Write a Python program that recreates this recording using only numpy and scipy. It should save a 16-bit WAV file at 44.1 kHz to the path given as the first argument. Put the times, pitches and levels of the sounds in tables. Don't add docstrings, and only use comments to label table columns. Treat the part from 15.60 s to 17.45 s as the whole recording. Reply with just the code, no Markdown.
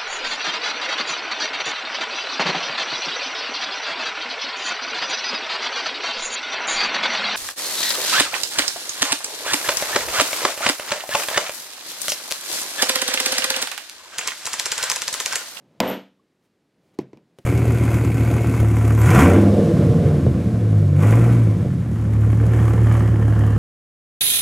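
import sys
import numpy as np
from scipy import signal
from scipy.fft import rfft, irfft
from scipy.io import wavfile

SR = 44100
rng = np.random.default_rng(int(sys.argv[2]) if len(sys.argv) > 2 else 0)


def waveform_to_disk(signal):
    frames = np.transpose(np.atleast_2d(signal))
    scaled = np.clip(frames, -1, 1) * 32767
    samples = np.round(scaled).astype(np.int16)
    wavfile.write(sys.argv[1], SR, samples)


N = 81585
TIME_S = np.arange(N) / SR
BIN_HZ = np.maximum(np.arange(N // 2 + 1) * SR / N, 1)

# f/Hz, relative density/dB
ROOM_TONE_SPECTRUM = [(15, -65.5), (25, -26.5), (161, -1), (301, -0.5), (354, -4), (384, -2), (714, -14),
                      (1330, -18), (1940, -18.5), (2910, -22), (4370, -24), (12200, -35.5), (16000, -43.5)]
RUSTLE_SPECTRUM = [(30, -29.5), (90, -3.5), (160, 5.5), (300, -2), (600, -6), (1200, -19), (4000, -26.5),
                   (10000, -39), (16000, -49)]
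BRUSH_SPECTRUM = [(300, 2.5), (2000, 0), (7000, -8), (11000, -10), (16000, -14)]
CRACK_SPECTRUM = [(60, -19), (250, -6.5), (550, 2), (1200, 2.5), (2200, -6), (2900, -11.5), (3800, -3),
                  (5000, -16.5), (6700, -18), (10000, -30), (16000, -35.5)]
BLOW_TAIL_SPECTRUM = [(30, -30.5), (65, -18), (120, -10.5), (200, 0), (350, -0.5), (600, 4), (950, -5.5),
                      (1600, -9), (3200, -13.5), (4300, -23.5), (7000, -30.5), (12500, -44), (15000, -50.5)]
CHATTER_SPECTRUM = [(1000, -20.5), (6000, -16), (9000, -3), (12800, 3), (13800, -11.5), (15000, -50.5)]
CLACK_SPECTRUM = [(150, -21), (500, -4.5), (750, -3.5), (1000, 5), (1400, -9.5), (3000, -20), (7000, -33),
                  (16000, -58)]
CLICK_SPECTRUM = [(100, -7.5), (900, 11.5), (1500, -6), (2300, 5), (3500, -4), (5500, -4.5), (8000, -14.5),
                  (12000, -58), (16000, -42)]
KNOCK_TAIL_SPECTRUM = [(40, -20), (130, 8), (340, 6.5), (600, -4.5), (1000, -17), (2500, -25.5),
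                       (6000, -40.5), (12000, -67), (16000, -50)]
PAT_SPECTRUM = [(60, -4), (150, -1), (350, 5), (600, -6.5), (1000, -21), (2000, -27.5), (6000, -45)]
PAT_EDGE_SPECTRUM = [(1000, -20), (2200, -7), (3100, 4), (4600, -2), (6500, -4.5), (12000, -10),
                     (15500, -31)]
# f/Hz, side re mid/dB
STEREO_WIDTH = [(60, -24.5), (150, -31.5), (500, -26.5), (1000, -20.5), (8000, -21)]
# t/s, level/dB
RUSTLE_LEVELS = [(0, -60.5), (0.13, -59.5), (0.2, -57.5), (0.55, -75), (1.05, -79), (1.25, -65.5),
                 (1.36, -62), (1.62, -70.5), (1.72, -67.5), (1.85, -65)]
# t/s, length/s, level/dB
FINGER_STROKES = [(0.849, .06, -73.5), (1.277, 0.12, -75.5), (1.346, 0.014, -68), (1.408, 0.0045, -55),
                  (1.419, 0.014, -63.5), (1.816, 0.08, -68)]
# f/Hz, level via punch/dB, level via side knock/dB, t60/s
BENCH_MODES = [(68, -14, -27, .2), (135, -15.5, -15.5, 0.21), (219.8, 0, -21.5, .08),
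               (305.4, -7, -3.5, 0.037), (356, -9, 1.5, .032), (559, 3.5, -23, 0.03), (660, 0, -15, .03),
               (802, -4.5, -22, .035), (985, -6, -25, 0.049), (2210, -4, -31, 0.017)]
# f/Hz, t60/s
ROOM_DECAY = [(60, 0.19), (190, .34), (350, .29), (600, 0.26), (1500, 0.29), (3500, 0.33), (8000, .29),
              (14000, .25)]
# f/Hz, relative level/dB
LONG_MODES = [(120, -15.5), (193, 0), (242, -2.5), (284, 1), (378, -6), (453, -6), (499, 4), (538, -4.5),
              (627, -8), (663, -5), (813, -8), (874, -5.5), (925, -6.5), (970, -7.5), (1264, -15),
              (1402, -12.5), (2989, -14.5)]
# t/s, relative ring/dB, relative tick/dB
REBOUNDS = [(0.2440, -14, -6), (0.2737, -9, -23), (0.2778, -7, 5.5), (0.281, -23, -2.5), (0.3006, -34, 5.5),
            (0.316, -39.5, -17)]
# t/s, thud/dB, thud tilt/(dB/oct), click/dB, click tilt/(dB/oct), room/dB
MALLET_KNOCKS = [(1.3883, -12, 3, -28, -.5, -34), (1.5315, -32, -3, -41.5, -3.5, -48),
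                 (1.5729, -47.5, 0.5, -48.5, -4, -54)]

BLOW_S = 0.2026


def from_db(db):
    return 10 ** (np.asarray(db) / 20)


def at_hz(table, hz):
    table_hz, values = np.transpose(table)
    return np.interp(np.log(hz), np.log(table_hz), values)


def decay(start_s, t60_s):
    age_s = TIME_S - start_s
    return np.clip(age_s * SR, 0, 1) * from_db(-60 * np.clip(age_s / t60_s, 0, 4))


def rise(start_s, tau_s):
    return 1 - np.exp(-np.maximum(TIME_S - start_s, 0) / tau_s)


def bump(centre_s, length_s):
    return np.exp(-(2 * (TIME_S - centre_s) / length_s) ** 2)


def ring(start_s, hz, t60_s):
    return decay(start_s, t60_s) * np.sin(2 * np.pi * hz * (TIME_S - start_s))


def low_cut(x, hz):
    return signal.sosfilt(signal.butter(2, hz, "high", fs=SR, output="sos"), x + 1e-18)


def noise(spectrum, tilt_db_oct=0):
    mid, side = rfft(rng.standard_normal((2, N)))
    octaves_up = np.log2(np.maximum(BIN_HZ, 1000) / 1000)
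    gain = from_db(at_hz(spectrum, BIN_HZ) + tilt_db_oct * octaves_up) * (BIN_HZ > 20)
    stereo = mid + side * from_db(at_hz(STEREO_WIDTH, BIN_HZ)) * [[1], [-1]]
    x = irfft(gain * stereo, N)
    return x / np.std(x)


def room_tone():
    return from_db(-69) * noise(ROOM_TONE_SPECTRUM)


def hands():
    rustle = from_db(np.interp(TIME_S, *np.transpose(RUSTLE_LEVELS))) * noise(RUSTLE_SPECTRUM)
    strokes = sum(from_db(db) * bump(centre_s, length_s) for centre_s, length_s, db in FINGER_STROKES)
    return rustle + strokes * noise(BRUSH_SPECTRUM)


def blow():
    crack = from_db(7) * noise(CRACK_SPECTRUM) * decay(BLOW_S, t60_s=0.027)
    thud = from_db(6) * bench_thud(BLOW_S, [db for _, db, _, _ in BENCH_MODES])
    modes = sum(from_db(db) * (-1) ** k * ring(BLOW_S, hz, at_hz(ROOM_DECAY, hz))
                for k, (hz, db) in enumerate(LONG_MODES))
    tail = from_db(-3) * room_tail(BLOW_S, BLOW_TAIL_SPECTRUM)
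    return crack + thud + from_db(-9) * modes + tail


def bench_thud(contact_s, levels_db, lag_s=0.0012):
    start_s = contact_s + lag_s
    modes = sum(from_db(db) * ring(start_s, hz, t60_s)
                for db, (hz, _, _, t60_s) in zip(levels_db, BENCH_MODES))
    return -low_cut(rise(start_s, tau_s=0.001) * modes, hz=100)


def room_tail(start_s, spectrum):
    bins = rfft(noise(spectrum))
    centres_hz = np.geomspace(60, 15360, 9)
    tail = 0
    for hz, selector in zip(centres_hz, np.eye(len(centres_hz))):
        band_gain = np.interp(np.log2(BIN_HZ), np.log2(centres_hz), selector)
        tail += irfft(bins * band_gain, N) * decay(start_s, at_hz(ROOM_DECAY, hz))
    return tail


def punch_ring(mode_hz=13000, beat_hz=38, blur_width_hz=120, rebound_db=-20):
    touches = [(BLOW_S, -24)] + [(start_s, rebound_db + db) for start_s, db, _ in REBOUNDS]

    def envelope(t60_s):
        return np.sqrt(sum((from_db(db) * decay(start_s, t60_s)) ** 2 for start_s, db in touches))

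    mode = np.sin(2 * np.pi * mode_hz * TIME_S)
    twin = from_db(-8.5) * np.sin(2 * np.pi * (mode_hz + beat_hz) * TIME_S)
    resonator = signal.iirpeak(mode_hz, mode_hz / blur_width_hz, fs=SR)
    blur = signal.lfilter(*resonator, noise(CHATTER_SPECTRUM))
    blur *= from_db(-12.5) / np.std(blur)
    return envelope(t60_s=0.16) * (mode + twin) + envelope(t60_s=0.235) * blur


def clack(start_s=0.2335):
    envelope = rise(start_s, tau_s=0.002) * decay(start_s, t60_s=0.03)
    return from_db(-3) * noise(CLACK_SPECTRUM) * envelope


def chatter(gain_db=-27.5, top_hz=13300):
    envelope = sum(from_db(gain_db + db) * decay(start_s, t60_s=0.004) for start_s, _, db in REBOUNDS)
    low_pass = signal.butter(10, top_hz, fs=SR, output="sos")
    return signal.sosfilt(low_pass, envelope * noise(CHATTER_SPECTRUM))


def squeak(hz=1115):
    return from_db(-61) * bump(centre_s=0.6, length_s=0.0092) * np.sin(2 * np.pi * hz * TIME_S)


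def mallet_set_down(tilt_pivot_hz=328.4):
    knocks = 0
    for start_s, thud_db, thud_db_oct, click_db, click_db_oct, room_db in MALLET_KNOCKS:
        envelope = decay(start_s, t60_s=0.011) + from_db(-15.5) * decay(start_s, t60_s=0.13)
        click = from_db(click_db) * noise(CLICK_SPECTRUM, click_db_oct) * envelope
        levels_db = [db + thud_db_oct * np.log2(hz / tilt_pivot_hz) for hz, _, db, _ in BENCH_MODES]
        thud = from_db(thud_db) * bench_thud(start_s, levels_db)
        tail = from_db(room_db) * room_tail(start_s, KNOCK_TAIL_SPECTRUM)
        knocks += click + thud + tail
    return knocks


def fingertip(start_s=1.7868):
    pat = from_db(-40) * noise(PAT_SPECTRUM) * decay(start_s, t60_s=0.077)
    edge = from_db(-48) * noise(PAT_EDGE_SPECTRUM) * decay(start_s, t60_s=0.026)
    return pat + edge


def scene():
    strike = blow() + punch_ring() + chatter() + clack()
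    close = strike + squeak() + mallet_set_down() + hands() + fingertip()
    return low_cut(close, hz=85) + room_tone()


def record(dry, threshold_db=-12, duck_db_per_db=0.78, attack_s=0.0016, release_db_per_s=229):
    peak_db = 20 * np.log10(np.abs(dry).max(axis=0) + 1e-9)
    over_db = np.maximum(peak_db - threshold_db, 0)
    release_db = release_db_per_s * TIME_S
    held_db = np.maximum.accumulate(over_db + release_db) - release_db
    pole = np.exp(-1 / (attack_s * SR))
    duck_db = duck_db_per_db * signal.lfilter([1 - pole], [1, -pole], held_db)
    clipped = np.clip(dry * from_db(-duck_db), -0.33, 0.33)
    return signal.sosfilt(signal.cheby2(14, 60, 16600, fs=SR, output="sos"), clipped)


dry = scene()
out = record(dry)
waveform_to_disk(out)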